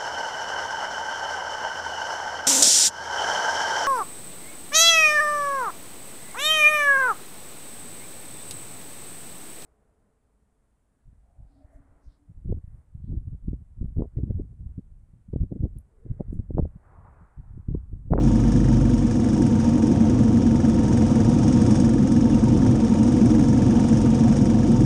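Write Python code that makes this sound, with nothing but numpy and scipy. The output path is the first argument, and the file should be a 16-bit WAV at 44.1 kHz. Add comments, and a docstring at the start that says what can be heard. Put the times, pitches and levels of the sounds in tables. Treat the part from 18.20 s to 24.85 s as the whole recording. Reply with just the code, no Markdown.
"""On a gravel trail, a three-wheeler with a one-cylinder four-stroke engine cruises, heard from its frame.
The exhaust throbs about 22 times a second and shakes the frame and plastic fender into a rough drone.
The valves tick, the piston knocks, and the crank adds a deep shake when the engine runs fast.
Underneath, the knobby tyres hum and crunch over the stones, and a loose fitting clinks once."""
import sys
import numpy as np
from scipy import signal
from scipy.fft import rfft, irfft, next_fast_len
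from scipy.io import wavfile
from scipy.ndimage import uniform_filter1d, minimum_filter1d, map_coordinates

SR = 44100
rng = np.random.default_rng(int(sys.argv[2]) if len(sys.argv) > 2 else 0)


def master(y):
    """Save y as 16-bit WAV."""
    cut = np.clip(np.atleast_2d(y).T, -1, 1)
    pcm = np.round(cut * 32767)  # scale
    wavfile.write(sys.argv[1], SR, pcm.astype(np.int16))


N = 293265

# Levels in the tables are relative: each function sets how loud its sound ends up.
# how the fender buzz and the gravel crunch rise and fall: time_s, level_db
BUZZ_LOUDNESS = [(0.0, -35), (0.76, -35.5), (1.36, -33.5), (1.96, -32.5), (2.27, -34), (3.02, -30.5),
                 (3.17, -32.5), (3.48, -31), (3.93, -34.5), (4.08, -32.5), (5.89, -31.5), (6.65, -33)]
# how the valve clatter rises and falls: time_s, level_db
CLATTER_LOUDNESS = [(0.0, -48.0), (1.66, -46.6), (1.81, -48.5), (2.72, -45), (3.17, -46), (3.32, -43),
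                    (3.63, -43.5), (3.78, -48.2), (3.93, -45.8), (4.08, -47.5), (4.99, -45), (6.2, -44.5),
                    (6.35, -48.5), (6.65, -45)]


def fender_drone(cycle):
    """Exhaust pulses shake the plastic fender into a rough drone."""
    # the fender's low ringing notes: pitch_hz, width_hz, level_db
    notes = [(192.9, 15.5, -6.5), (223.3, 24.47, 1), (251.67, 24, -3), (301.54, 28.3, -5.5), (334, 28, -12),
             (379, 37.5, -22)]
    # how the drone rises and falls: time_s, level_db
    loudness = [(0.0, -19.1), (0.91, -20.4), (1.21, -17.4), (1.51, -20.2), (1.66, -16.9), (2.27, -17.4),
                (2.57, -18.5), (3.78, -16.5), (4.69, -18.1), (5.14, -14.9), (5.29, -16.8), (6.65, -17.6)]
    ring = shaking(cycle, notes, places=(.05, .35, .86), pulse_db=-5.5, scatter_db=3)
    return amp(curve(loudness) + 0.1) * ring


def frame_boom(cycle):
    """Exhaust pulses make the frame and silencer boom, a little unevenly."""
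    # their ringing notes: pitch_hz, width_hz, level_db
    notes = [(55, 20.6, -11.5), (116.33, 21.4, -2), (140.1, 22.75, -2)]
    # how the boom rises and falls: time_s, level_db
    loudness = [(0.0, -19.5), (1.06, -25), (1.36, -22), (1.51, -25.5), (1.81, -21.8), (2.27, -24.0),
                (2.42, -20.8), (2.57, -24), (3.02, -19.5), (4.08, -23), (4.53, -19.5), (4.69, -28),
                (4.84, -22.5), (6.2, -20.4), (6.35, -26), (6.65, -17)]
    gain = amp(curve(loudness) - 1.2 + .7 * wobble(per_s=9))
    return gain * shaking(cycle, notes, places=(.03, .72), pulse_db=-8, scatter_db=1.5)


def exhaust(cycle):
    """The regular exhaust pulses make steady low tones."""
    # exhaust tones: multiple_of_firing_rate, level_db
    tones = [(3, -45.5), (4, -30), (6, -41.5), (10, -32.5)]
    return hum(cycle, tones, waver_db=2.0, drift_rad=0.24)


def crank(cycle, firing_hz):
    """The crank shakes the frame twice a cycle, strongly once it is fast enough to make it resonate."""
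    onset_hz, width_hz, strong_db = 23.11, .17, -22
    resonant = (1 + np.tanh((firing_hz - onset_hz) / (2 * width_hz))) / 2
    calm_db = -35.5 + 2 * wobble(per_s=9)
    level_db = calm_db + resonant * (strong_db - calm_db)
    return amp(level_db) * np.sqrt(2) * np.sin(4 * np.pi * cycle)


def fender_buzz(cycle):
    """Exhaust pulses also set the fender's higher notes buzzing."""
    # those notes: pitch_hz, width_hz, level_db
    notes = [(481.7, 35.04, 1), (513.6, 44, -3.5), (566.2, 44, -9), (617, 33, -13.5), (695.2, 47, -8.5),
             (744.3, 36.1, -8.5), (823, 28, -13), (901.2, 25.8, -8.5), (932, 33.6, -8), (1063, 271, -22),
             (1275, 120, -22), (1438, 36, -27)]
    ring = shaking(cycle, notes, places=(.08, .68), pulse_db=-12, scatter_db=3.5)
    return amp(curve(BUZZ_LOUDNESS) - 0.1) * ring


def valves(cycle):
    """Each valve tick starts with a dry snap and rings the engine's metal cooling fins."""
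    # ticks in each cycle: place_in_cycle (0-1), level_db, fade_s, snap_db
    ticks = [(.825, 1, 0.18, -3.5), (.885, -7, 0.04, -4.5), (0.19, -10.5, 0.06, -17), (.56, -5, 0.17, -8.5)]
    # ringing notes of the cylinder head and fins: pitch_hz, width_hz, level_db
    fin_notes = [(2360, 180, -3.5), (2840, 76, -5.5), (3040, 300, -6), (3484.6, 67, 0.5), (3750, 300, -7),
                 (4729, 220, -4), (5124, 280, 0), (5420, 74, 7), (5739, 180, 5), (6314, 140, 3),
                 (6610, 260, 2.5), (6965, 130, -1.5), (7440, 300, -8.5), (7924, 350, -6.5),
                 (8753, 1070, -8)]
    # tone of the snap: pitch_hz, level_db
    snap_tone = [(500, -31), (1600, 2.5), (2600, -5.5), (4200, -10), (6000, 4.5), (7300, -2), (8700, 2),
                 (9800, -5), (11000, -25)]
    t = np.arange(SR // 10) / SR
    chatter, snap = np.zeros(N), np.zeros(N)
    for place, db, fade_s, snap_db in ticks:
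        hits = amp(db) * strokes(cycle, place, scatter_db=2.0, jitter=.01)
        chatter += signal.fftconvolve(hits, strike(t, fade_s, rise_s=.00059))[:N]
        snap += amp(snap_db) * signal.fftconvolve(hits, amp(-60 * t / 0.032))[:N]
    fins = unit(colour(chatter * rng.standard_normal(N), resonances(fin_notes)))
    snaps = unit(colour(snap * rng.standard_normal(N), slope(snap_tone)))
    clatter_db = curve(CLATTER_LOUDNESS)
    return amp(clatter_db - 1.2) * fins + amp(clatter_db - 9.0) * snaps


def clacks():
    """Now and then a valve shuts harder and gives a brighter snap."""
    # the hardest hits: start_s, level_db
    hard_hits = [(1.043, -38), (1.2201, -37.5), (1.2656, -33.5), (1.3538, -37), (1.6686, -36.5),
                 (2.6344, -36), (2.6808, -36.5), (2.7726, -35), (2.9562, -35.5), (3.2799, -32.5),
                 (3.4166, -32), (3.5987, -34.5), (3.692, -33.5), (3.9205, -38), (4.509, -36.5),
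                 (4.8324, -35), (5.0582, -34), (5.5982, -31.5), (5.6845, -34), (5.8152, -36.5),
                 (6.1676, -34), (6.5161, -36.5)]
    t = np.arange(SR // 20) / SR
    start_s, db = np.transpose(hard_hits)
    hits = np.bincount(np.round(start_s * SR).astype(int), amp(db - 4.5), N)[:N]
    bursts = signal.fftconvolve(hits, strike(t, fade_s=.028, rise_s=.0005))[:N]
    bright = resonances([(5880, 900, -2), (8590, 1100, 0)])
    return bursts * unit(colour(rng.standard_normal(N), bright))


def knocks(cycle):
    """The piston and the valve levers knock dully, each in its own part of the casing."""
    # knocks in each cycle: place_in_cycle (0-1), pitch_hz, width_hz, level_db, fade_s
    blows = [(.81, 1680, 210, -51.8, .06), (.82, 2370, 180, -61, .035), (.12, 3100, 1000, -57.3, .13),
             (.54, 3000, 1000, -61.5, .1), (.54, 1208, 340, -52, .4)]
    t = np.arange(SR // 10) / SR
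    out = np.zeros(N)
    for place, hz, width, db, fade_s in blows:
        hits = strokes(cycle, place, scatter_db=1.8, jitter=0.013)
        bursts = signal.fftconvolve(hits, strike(t, fade_s, rise_s=.00098))[:N]
        casing = even(colour(rng.standard_normal(N), resonances([(hz, width, 0)])), size=SR // 200)
        out += amp(db) * unit(bursts * casing)
    clatter_db = curve(CLATTER_LOUDNESS)
    return out * amp(.5 * (clatter_db - clatter_db.mean()))  # swings half as much as the clatter


def tyres(cycle):
    """The tyre knobs hum in step with the engine while gravel crunches beneath them."""
    # tones of the knobs: multiple_of_firing_rate, level_db
    tread_tones = [(5.187, -31.5), (10.37, -32)]
    # tone of the crunch: pitch_hz, level_db
    gravel_tone = [(5, -29), (20, 4.5), (33, 18.5), (70, 16), (400, 5), (1200, 1), (2000, -0.5), (3400, -4),
                   (4300, -8.5), (6000, -0.5), (7500, -9.5), (9500, -13.5), (11000, -29.5)]
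    grit = rng.standard_normal(N) * amp(2.5 * wobble(per_s=280) + .8 * wobble(per_s=7))
    crunch = amp(curve(BUZZ_LOUDNESS) - 10.5) * unit(colour(grit, slope(gravel_tone)))
    return crunch + hum(cycle, tread_tones, waver_db=3.5, drift_rad=0.71)


def clink(start_s, pitch_hz, level_db, fade_s):
    """A loose metal fitting rings once as the machine jolts."""
    t = np.maximum(np.arange(N) / SR - start_s, 0)
    return amp(level_db) * strike(t, fade_s, rise_s=.002) * np.sin(2 * np.pi * pitch_hz * t)


def shaking(cycle, notes, places, pulse_db, scatter_db):
    """Uneven engine blows and the random shake of the ride make a part ring at its own notes."""
    blows = unit(sum(strokes(cycle, place, scatter_db, jitter=0.02) for place in places))
    push = rng.standard_normal(N) + amp(pulse_db) * (blows - blows.mean())
    # the engine feeds in energy evenly, so the strength holds over a few cycles
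    return even(colour(push, resonances(notes)), size=SR // 7)


def strokes(cycle, place, scatter_db, jitter):
    """One click per engine cycle at the given place, uneven in size and timing."""
    size, timing = rng.standard_normal((256, 2))[:int(cycle[-1]) + 1].T
    at = np.searchsorted(cycle, np.arange(len(size)) + place + jitter * timing)
    return np.bincount(at, amp(scatter_db * size), N + 1)[:N]


def hum(cycle, tones, waver_db, drift_rad):
    """Pure tones that follow the engine speed, each wavering in level and timing."""
    out = np.zeros(N)
    for multiple, db in tones:
        gain = amp(db + waver_db * wobble(per_s=5)) * np.sqrt(2)
        out += gain * np.sin(2 * np.pi * multiple * cycle + drift_rad * wobble(per_s=6))
    return out


def strike(t, fade_s, rise_s):
    """The shape of a hit: a quick rise, and a fall of 60 dB over fade_s."""
    return amp(-60 * t / fade_s) * (1 - np.exp(-t / rise_s))


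def amp(db):
    """Turn decibels into a gain."""
    return 10 ** (np.asarray(db) / 20)


def unit(x):
    """Scale a sound to an average strength (rms) of 1."""
    return x / np.sqrt(np.mean(x ** 2) + 1e-20)


def even(x, size):
    """Hold the strength at 1 over stretches of size samples."""
    return x / np.sqrt(np.abs(uniform_filter1d(x ** 2, size=size)) + 1e-20)


def curve(points):
    """Join (time_s, value) points with straight lines, one value per sample."""
    return np.interp(np.arange(N) / SR, *np.transpose(points))


def wobble(per_s):
    """A smooth curve through per_s random values a second."""
    return map_coordinates(rng.standard_normal(2048), [np.arange(N) * per_s / SR], mode="mirror")


def slope(points):
    """A filter shape through (pitch_hz, level_db) points."""
    pitch_hz, db = np.transpose(points)
    return lambda hz: amp(np.interp(np.log(hz + 1), np.log(pitch_hz), db))


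def resonances(notes):
    """A filter shape with a steep peak at each ringing note."""
    return lambda hz: np.sqrt(sum(amp(db) ** 2 / (1 + ((hz - pitch) / width) ** 2 * 2) ** 2
                                  for pitch, width, db in notes))


def colour(x, shape):
    """Filter a sound so that any ringing comes after its cause (minimum phase)."""
    size = 2 * next_fast_len(N // 2 + SR // 4)
    gain = np.maximum(shape(np.fft.rfftfreq(size, 1 / SR)), 1e-6)
    cepstrum = irfft(np.log(gain), size)
    cepstrum[1:size // 2] *= 2
    cepstrum[size // 2 + 1:] = 0
    return irfft(rfft(x, size) * np.exp(rfft(cepstrum)), size)[:N]


def scene():
    """The engine sets the pace, and all the sounds add up in one channel."""
    # engine speed in firings a second: time_s, firing_hz
    speed = [(0.0, 24.783), (0.52, 23.995), (1.05, 22.544), (2.45, 21.509), (2.98, 22.002), (3.15, 21.453),
             (3.5, 21.869), (3.85, 22.03), (4.73, 21.856), (5.43, 22.219), (5.6, 22.946), (6.13, 22.589),
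             (6.65, 23.162)]
    firing_hz = curve(speed)
    cycle = np.cumsum(firing_hz) / SR  # engine cycles so far, one per firing
    rumble = crank(cycle, firing_hz) + frame_boom(cycle) + fender_drone(cycle)
    motor = rumble + fender_buzz(cycle) + exhaust(cycle)
    clatter = valves(cycle) + clacks() + knocks(cycle)
    ride = tyres(cycle) + clink(start_s=4.133, pitch_hz=2770, level_db=-40, fade_s=0.08)
    return (motor + clatter + ride)[None]


def record(dry):
    """Turn down the loudest peaks and cut off the highest treble."""
    ceiling_db, top_hz = -4.5, 11000
    needed = np.minimum(1, amp(ceiling_db) / (np.abs(dry) + 1e-9))
    gain = uniform_filter1d(minimum_filter1d(needed, size=441), size=441)
    size = next_fast_len(N + SR // 2)
    kept = np.fft.rfftfreq(size, 1 / SR) < top_hz
    return irfft(rfft(dry * gain, size) * kept, size)[..., :N]


dry = scene()
out = record(dry)
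master(out)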